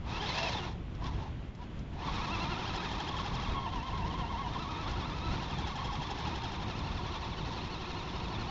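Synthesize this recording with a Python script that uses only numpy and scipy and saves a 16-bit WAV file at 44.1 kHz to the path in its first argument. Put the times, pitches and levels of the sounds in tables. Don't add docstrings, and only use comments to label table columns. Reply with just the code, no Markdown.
import sys
import numpy as np
from scipy import signal
from scipy.fft import rfft, irfft
from scipy.io import wavfile
from scipy.ndimage import uniform_filter1d

SR = 44100
rng = np.random.default_rng(int(sys.argv[2]) if len(sys.argv) > 2 else 0)


def store_wav(level_fs):
    pcm = np.round(np.clip(np.atleast_2d(level_fs), -1, 1) * 32767)
    wavfile.write(sys.argv[1], SR, pcm.T.astype(np.int16))


N = 374850
TIME = np.arange(N) / SR

CREEP_HZ, BOGGED_HZ, CRUISE_HZ = 740, 1000, 1300
WIDE_SWING = .12

# (pitch [Hz], width [Hz], level [dB])
BODY_RESONANCES = [(375.4, 120, -6), (723, 160, -3), (958, 186, -1.5), (1090, 122, -5.5), (1330, 250, -9),
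                   (1750, 380, -13), (2125, 140, -10), (2697, 570, -8.5), (3170, 180, -8),
                   (3620, 1300, -10.5), (4180, 770, -14), (5170, 1000, -9)]
# (frequency [Hz], relative level [dB])
SAND_SPECTRUM = [(300, -9), (650, 3), (900, 6), (1480, -4), (1750, 1), (2400, -2.5), (2700, -0.5),
                 (2950, -4), (3250, 2.5), (4100, -0.5), (4750, -7.5), (5300, -5), (6300, -13), (7300, -23)]
# (time [s], mean mesh rate [Hz], speed swing from the joints [share of the mean])
WHEELSPIN = [(1.92, 606, 0.03), (2.08, 1172, 0.082), (2.3, 1245, 0.088), (2.55, 1323, 0.09),
             (2.75, 1442, 0.18), (3.15, 1300, 0.22), (3.45, 1320, 0.15), (3.58, 1091, 0.01),
             (3.7, 975, 0.1), (4.1, 1025, 0.073), (4.43, 1006, 0.097), (4.58, 1204, 0.114),
             (4.76, 1227, 0.016), (4.92, 1259, 0.167), (5.1, 1252, 0.082), (5.26, 1300, 0.016),
             (5.45, 1376, 0.175), (5.75, 1290, 0.24), (6.45, 1393, 0.18), (6.75, 1311, 0.14),
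             (7.2, 1306, 0.135), (7.7, 1358, 0.115), (8.5, 1305, 0.125)]
# (start [s], length [s], peak mesh rate [Hz], level [dB])
THROTTLE_DABS = [(0.974, .105, 1082, 3), (1.03, .25, 879.7, -3), (1.536, .1, 950, -9)]


def undb(db):
    return 10 ** (np.asarray(db) / 20)


def unit(x):
    return x / np.sqrt(np.mean(x ** 2))


def curves(table):
    times, *columns = np.transpose(table)
    return [np.interp(TIME, times, column) for column in columns]


def swells(rows):
    return sum(db * np.exp(-((TIME - s) / half_s) ** 2) for s, half_s, db in rows)


def wander(rate):
    span = max(int(SR / rate), 2)
    smoothed = uniform_filter1d(rng.standard_normal(N), span, mode="wrap")
    return unit(uniform_filter1d(smoothed, span // 2, mode="wrap"))


def colour(x, points):
    hz, db = np.transpose(points)
    freqs = np.maximum(np.arange(N // 2 + 1) * SR / N, 1)
    gain = undb(np.interp(np.log(freqs), np.log(hz), db))
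    return unit(irfft(rfft(x) * gain, N))


def ring(x, resonances):
    freqs = np.arange(N // 2 + 1) * SR / N
    power = sum((undb(db) / (1 + (2 * (freqs - hz) / width) ** 2)) ** 2 for hz, width, db in resonances)
    return irfft(rfft(x) * np.sqrt(power), N)


def grains(per_second, spread_db):
    hits = rng.random(N) < per_second / SR
    return hits * rng.standard_normal(N) * undb(spread_db * rng.standard_normal(N))


def wind(level_db=-40, buffet_db=1.58):
    # (frequency [Hz], relative level [dB])
    spectrum = [(15, -9), (30, -2), (55, 3), (80, 1), (120, -2), (170, -4.5), (250, -11.5), (370, -16.5),
                (500, -21.5), (800, -24), (1500, -29.5), (3300, -33), (4500, -43), (7300, -50.5)]
    # (time [s], half length [s], level change [dB])
    puffs = [(1.05, 0.041, 2.5), (1.45, 0.29, -1), (1.94, 0.021, 6), (2.15, 0.097, 5.5), (3.51, 0.037, 7.5),
             (4.1, 0.17, 4), (4.91, 0.033, 6.5), (5.3, 0.085, 4), (5.56, 0.056, 5), (6.27, 0.032, 9),
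             (6.9, 0.13, 3.5), (7.38, 0.029, 3.5), (8.4, .035, 6)]
    rush = colour(rng.standard_normal(N), spectrum)
    return rush * undb(level_db + swells(puffs) + buffet_db * wander(10))


def knocks(rise_s=.0019, decay_s=.0071):
    # (time [s], peak level [dB], share that rings the body [0-1])
    strikes = [(.38, -33, .8), (.428, -31.5, .95), (.485, -35, .7), (.948, -52, .5), (1.04, -44, .8),
               (1.066, -44, .85), (1.548, -53, .35), (1.789, -49, .1), (2.429, -40, .6), (2.759, -38, .45),
               (3.351, -42, .6), (4.913, -43, .5), (5.67, -43, .6), (6.274, -41, .7), (6.789, -43, .6)]
    ringing, plain = np.zeros((2, N))
    for s, db, share in strikes:
        age = TIME - s
        burst = undb(db) * np.clip(age / rise_s, 0, 1) * np.exp(-np.abs(age) / decay_s)
        ringing += share * burst
        plain += (1 - share) * burst
    noise = rng.standard_normal(N)
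    crunch = colour(noise, [(400, -2), (1500, -1), (3000, -5), (5000, 0), (7300, -7)])
    return ringing * unit(ring(noise, BODY_RESONANCES)) + plain * crunch


def tyres(octaves, level_db=-49, dig_db_per_s=.09):
    spectrum = [(60, -16), (150, 4.5), (260, 1), (380, -4.5), (520, -5.5), (900, -36.5), (3000, -61.5)]
    rumble = colour(grains(600, spread_db=0), spectrum)
    return rumble * undb(level_db + octaves + dig_db_per_s * TIME)


def sand_hiss(joint, throb_db=.26, flutter_db=1.5, lag_rad=1):
    grit = unit(grains(7000, spread_db=2.2))
    hiss = undb(-3) * rng.standard_normal(N)
    fling = np.cos(joint - lag_rad) + .5 * np.cos(2 * (joint - lag_rad))
    return colour(grit + hiss, SAND_SPECTRUM) * undb(throb_db * fling + flutter_db * wander(60))


def sand_ticks(joint, per_second=200, volley_db=4, lag_rad=1.1):
    hits = (rng.random(N) < per_second / SR) * undb(2 * rng.standard_normal(N))
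    ticks = colour(hits, [(100, -25), (700, -4), (1500, 0), (4000, 0), (5500, -7), (7300, -20)])
    return ticks * undb(volley_db * np.cos(joint - lag_rad))


def sand_spray(joint, octaves, db_per_octave=8.5):
    # (time [s], half length [s], level change [dB])
    patches = [(.25, 0.084, 1), (2.7, 0.15, -0.3), (5.33, 0.075, 3.5)]
    spray = undb(-48) * sand_hiss(joint) + undb(-60) * sand_ticks(joint)
    return spray * undb(db_per_octave * octaves + swells(patches))


def press(start, end, attack_s=.075, release_s=.033):
    return np.clip((TIME - start) / attack_s, 0, 1) * np.exp(-np.maximum(TIME - end, 0) / release_s)


def throttle(lunge_s=(.028, .712), spin_start_s=1.937, slack_s=.074):
    presses = [(*lunge_s, 0), (spin_start_s, TIME[-1], 0)]
    presses += [(s, s + length, db) for s, length, _, db in THROTTLE_DABS]
    drives = [undb(db) * press(start, end) for start, end, db in presses]
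    pulses = [press(start, end) * np.exp(-np.abs(TIME - start) / slack_s) for start, end, _ in presses]
    return np.max(drives, axis=0), np.max(pulses, axis=0)


def speed():
    # (time [s], mean mesh rate [Hz])
    lunge = [(0, 720), (.09, 1290), (.16, 1260), (.187, 1410), (.2, 1590), (.225, 1700), (.247, 1560),
             (.275, 2130), (.29, 2200), (.302, 1950), (.38, 2690), (.45, 2690), (.49, 2400), (.53, 2150),
             (.55, 1830), (.578, 1770), (.6, 1460), (.66, 1380), (.69, 980), (.75, 720)]
    lunge_hz, = curves(lunge)
    spin_hz, swing = curves(WHEELSPIN)
    dabs_hz = [CREEP_HZ + (hz - CREEP_HZ) * press(s, s + length) for s, length, hz, _ in THROTTLE_DABS]
    early_hz = np.max([lunge_hz, *dabs_hz], axis=0)
    return np.where(TIME < WHEELSPIN[0][0], early_hz, spin_hz), swing


def motor_load(mesh_hz):
    return np.clip((CRUISE_HZ - mesh_hz) / (CRUISE_HZ - BOGGED_HZ), 0, 1)


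def drive_shaft(mean_hz, swing, teeth_per_swing=113.5, limp_rad=.85):
    swings = np.cumsum(mean_hz) / SR / teeth_per_swing
    joint = 2 * np.pi * (.037 + swings - np.interp(WHEELSPIN[0][0], TIME, swings))
    load = motor_load(mean_hz)
    joint += load * limp_rad * np.cos(joint / 2 + .42)
    rebound = .5 * np.clip((swing - WIDE_SWING) / .1, 0, 1)
    surge_shape = np.cos(joint) + (rebound - .25 * load) * np.cos(2 * joint)
    surge = swing * (1 + .11 * wander(12)) * surge_shape
    grab = (.011 + .004 * load) * wander(70)
    bounce = (.003 + .008 * swing) * wander(260)
    mesh_hz = mean_hz * (1 + surge + grab + bounce)
    return mesh_hz, np.cumsum(mesh_hz) / SR, joint


def rattle(teeth):
    strength = undb(1.5 * wander(260))
    scrape = np.exp(-(teeth % 1) / .33) * rng.standard_normal(N) * strength
    spectrum = [(400, -3), (650, -3.5), (900, 5), (1100, 1.5), (1300, -4), (1800, -3.5),
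                (2700, -17), (5000, -22.5)]
    return colour(ring(scrape, BODY_RESONANCES), spectrum)


def clatter(teeth):
    # (pitch [Hz], width [Hz], level [dB])
    gearbox_resonances = [(830, 90, 3), (1730, 70, -5), (2680, 120, -13), (3250, 90, 0), (5170, 120, -12)]
    landings = np.diff(np.floor(teeth), prepend=0)
    blows = landings * rng.standard_normal(N) * undb(1.5 * rng.standard_normal(N))
    ringing = sum(undb(db) * signal.lfilter(*signal.iirpeak(hz, hz / width, fs=SR), blows)
                  for hz, width, db in gearbox_resonances)
    return unit(ringing) + .2 * colour(blows, SAND_SPECTRUM)


def growl(teeth, mount_hz=820, width_hz=140, db=-2.5):
    tug = np.sin(np.pi * teeth + .7 * wander(220))
    strength = undb(1.2 * wander(14) + 3 * wander(160))
    return ring(unit(tug * strength), [(mount_hz, width_hz, db)])


def whine(mesh_hz, teeth, bite_db):
    # (rate [cycles per motor turn], level [dB])
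    gear_tones = [(1, -.5), (3, -5.5), (3.65, -7), (4, 1.3), (5, -7), (6, -7.5), (7, -8.5), (8, -1.5),
                  (10, -13), (12, -2), (16, -15)]
    # (time [s], first [dB], second [dB], third [dB])
    mesh_boosts = [(.08, -3, -3, -4), (.14, -3, 5, 0), (.25, -2, 2, -6), (.28, 0, 0, -9), (.305, 0, 4, -9),
                   (.35, -1, -4, -10), (.385, 4, -5, -10), (.41, 0, -6, -10), (.44, 7, -6, -10),
                   (.5, -1, -2, -10), (.56, -2, 7, -10), (.59, -2, 5, -10), (.65, -1, -1, -9),
                   (.7, 3, -4, -9), (1.1, 3, -5, -9), (2.1, 3, 2, 2), (2.5, 0, 3, -1), (3.2, 2, 0, -1),
                   (3.6, 2, -1, .5), (4.4, 2, -1, .5), (4.75, 5, -1, .5), (4.95, 2.5, -.5, 1),
                   (5.25, 3.5, 1, 1.5), (5.7, 0, 0, -1), (6.4, -.5, 0, -1), (6.9, -1, .5, 2),
                   (7.7, -3, .5, 2), (8.5, -3, .5, 2.5)]
    boost_db = dict(zip((4, 8, 12), curves(mesh_boosts)))
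    soften_db = 4 * np.minimum(np.log2(mesh_hz / CRUISE_HZ), 0)
    labour = 1 + .45 * motor_load(mesh_hz)
    jitter = .027 * labour * wander(330)
    motor_angle = np.pi / 2 * teeth + jitter
    force = 0
    for cycles, db in gear_tones:
        octaves_above_mesh = max(np.log2(cycles) - 2, 0)
        gain = undb(db + boost_db.get(cycles, 0) + (soften_db + bite_db) * octaves_above_mesh)
        shake = 1 + labour * (.32 * wander(80) + .29 * wander(350))
        tone = np.sin(cycles * motor_angle + 2 * np.pi * rng.random())
        force += gain * unit(shake * tone)
    return ring(force, BODY_RESONANCES)


def motor(mesh_hz, teeth, joint, swing, skip, strain_db=.34, catch_db=1.84):
    # (time [s], half length [s], level rise [dB])
    bogs = [(3.6, 0.17, 3.7), (4.3, 0.5, 3), (5.28, 0.049, 3)]
    pressure_db = swells(bogs) + strain_db * np.cos(joint - 1) + catch_db * wander(39)
    bite_db = 1.3 * np.minimum(swing / WIDE_SWING, 1) * np.cos(joint - 2.5)
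    tones = undb(-4.5 * skip) * whine(mesh_hz, teeth, bite_db)
    mount = undb(1.5 * skip) * growl(teeth)
    return undb(pressure_db) * (tones + mount)


def scene(loosen_s=.008):
    # (time [s], distance [m])
    route = [(0, 0.68), (1.0, 1.27), (2.15, 0.63), (3.5, 0.91), (5.5, 0.99), (8.5, 1.08)]
    metres, = curves(route)
    drive, take_up = throttle()
    mean_hz, swing = speed()
    mesh_hz, teeth, joint = drive_shaft(mean_hz, swing)
    octaves = np.log2(mean_hz / CRUISE_HZ)
    overshoot = mesh_hz / mean_hz - 1
    skip = np.clip((overshoot - .125) / .1, 0, 1)
    gears = undb(-43.2 + 6.5 * octaves) * motor(mesh_hz, teeth, joint, swing, skip)
    gears += undb(-48.5 + 5.5 * octaves - .5 * take_up) * rattle(teeth)
    gears += undb(-45.5) * skip * clatter(teeth)
    spray = sand_spray(joint, octaves)
    step = 1 / (loosen_s * SR)
    loosened = np.minimum(signal.lfilter([step], [1, step - 1], drive), drive)
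    coasting, rolling = undb(-35), undb(-7.5)
    truck = np.maximum(drive, coasting) * gears
    truck += np.maximum(loosened, coasting) * spray
    truck += np.maximum(drive, rolling) * tyres(octaves)
    return (truck / metres + knocks() + wind())[None]


def record(dry, cutoff_hz=7350):
    return signal.sosfilt(signal.ellip(12, .2, 80, cutoff_hz, fs=SR, output="sos"), dry)


dry = scene()
out = record(dry)
store_wav(out)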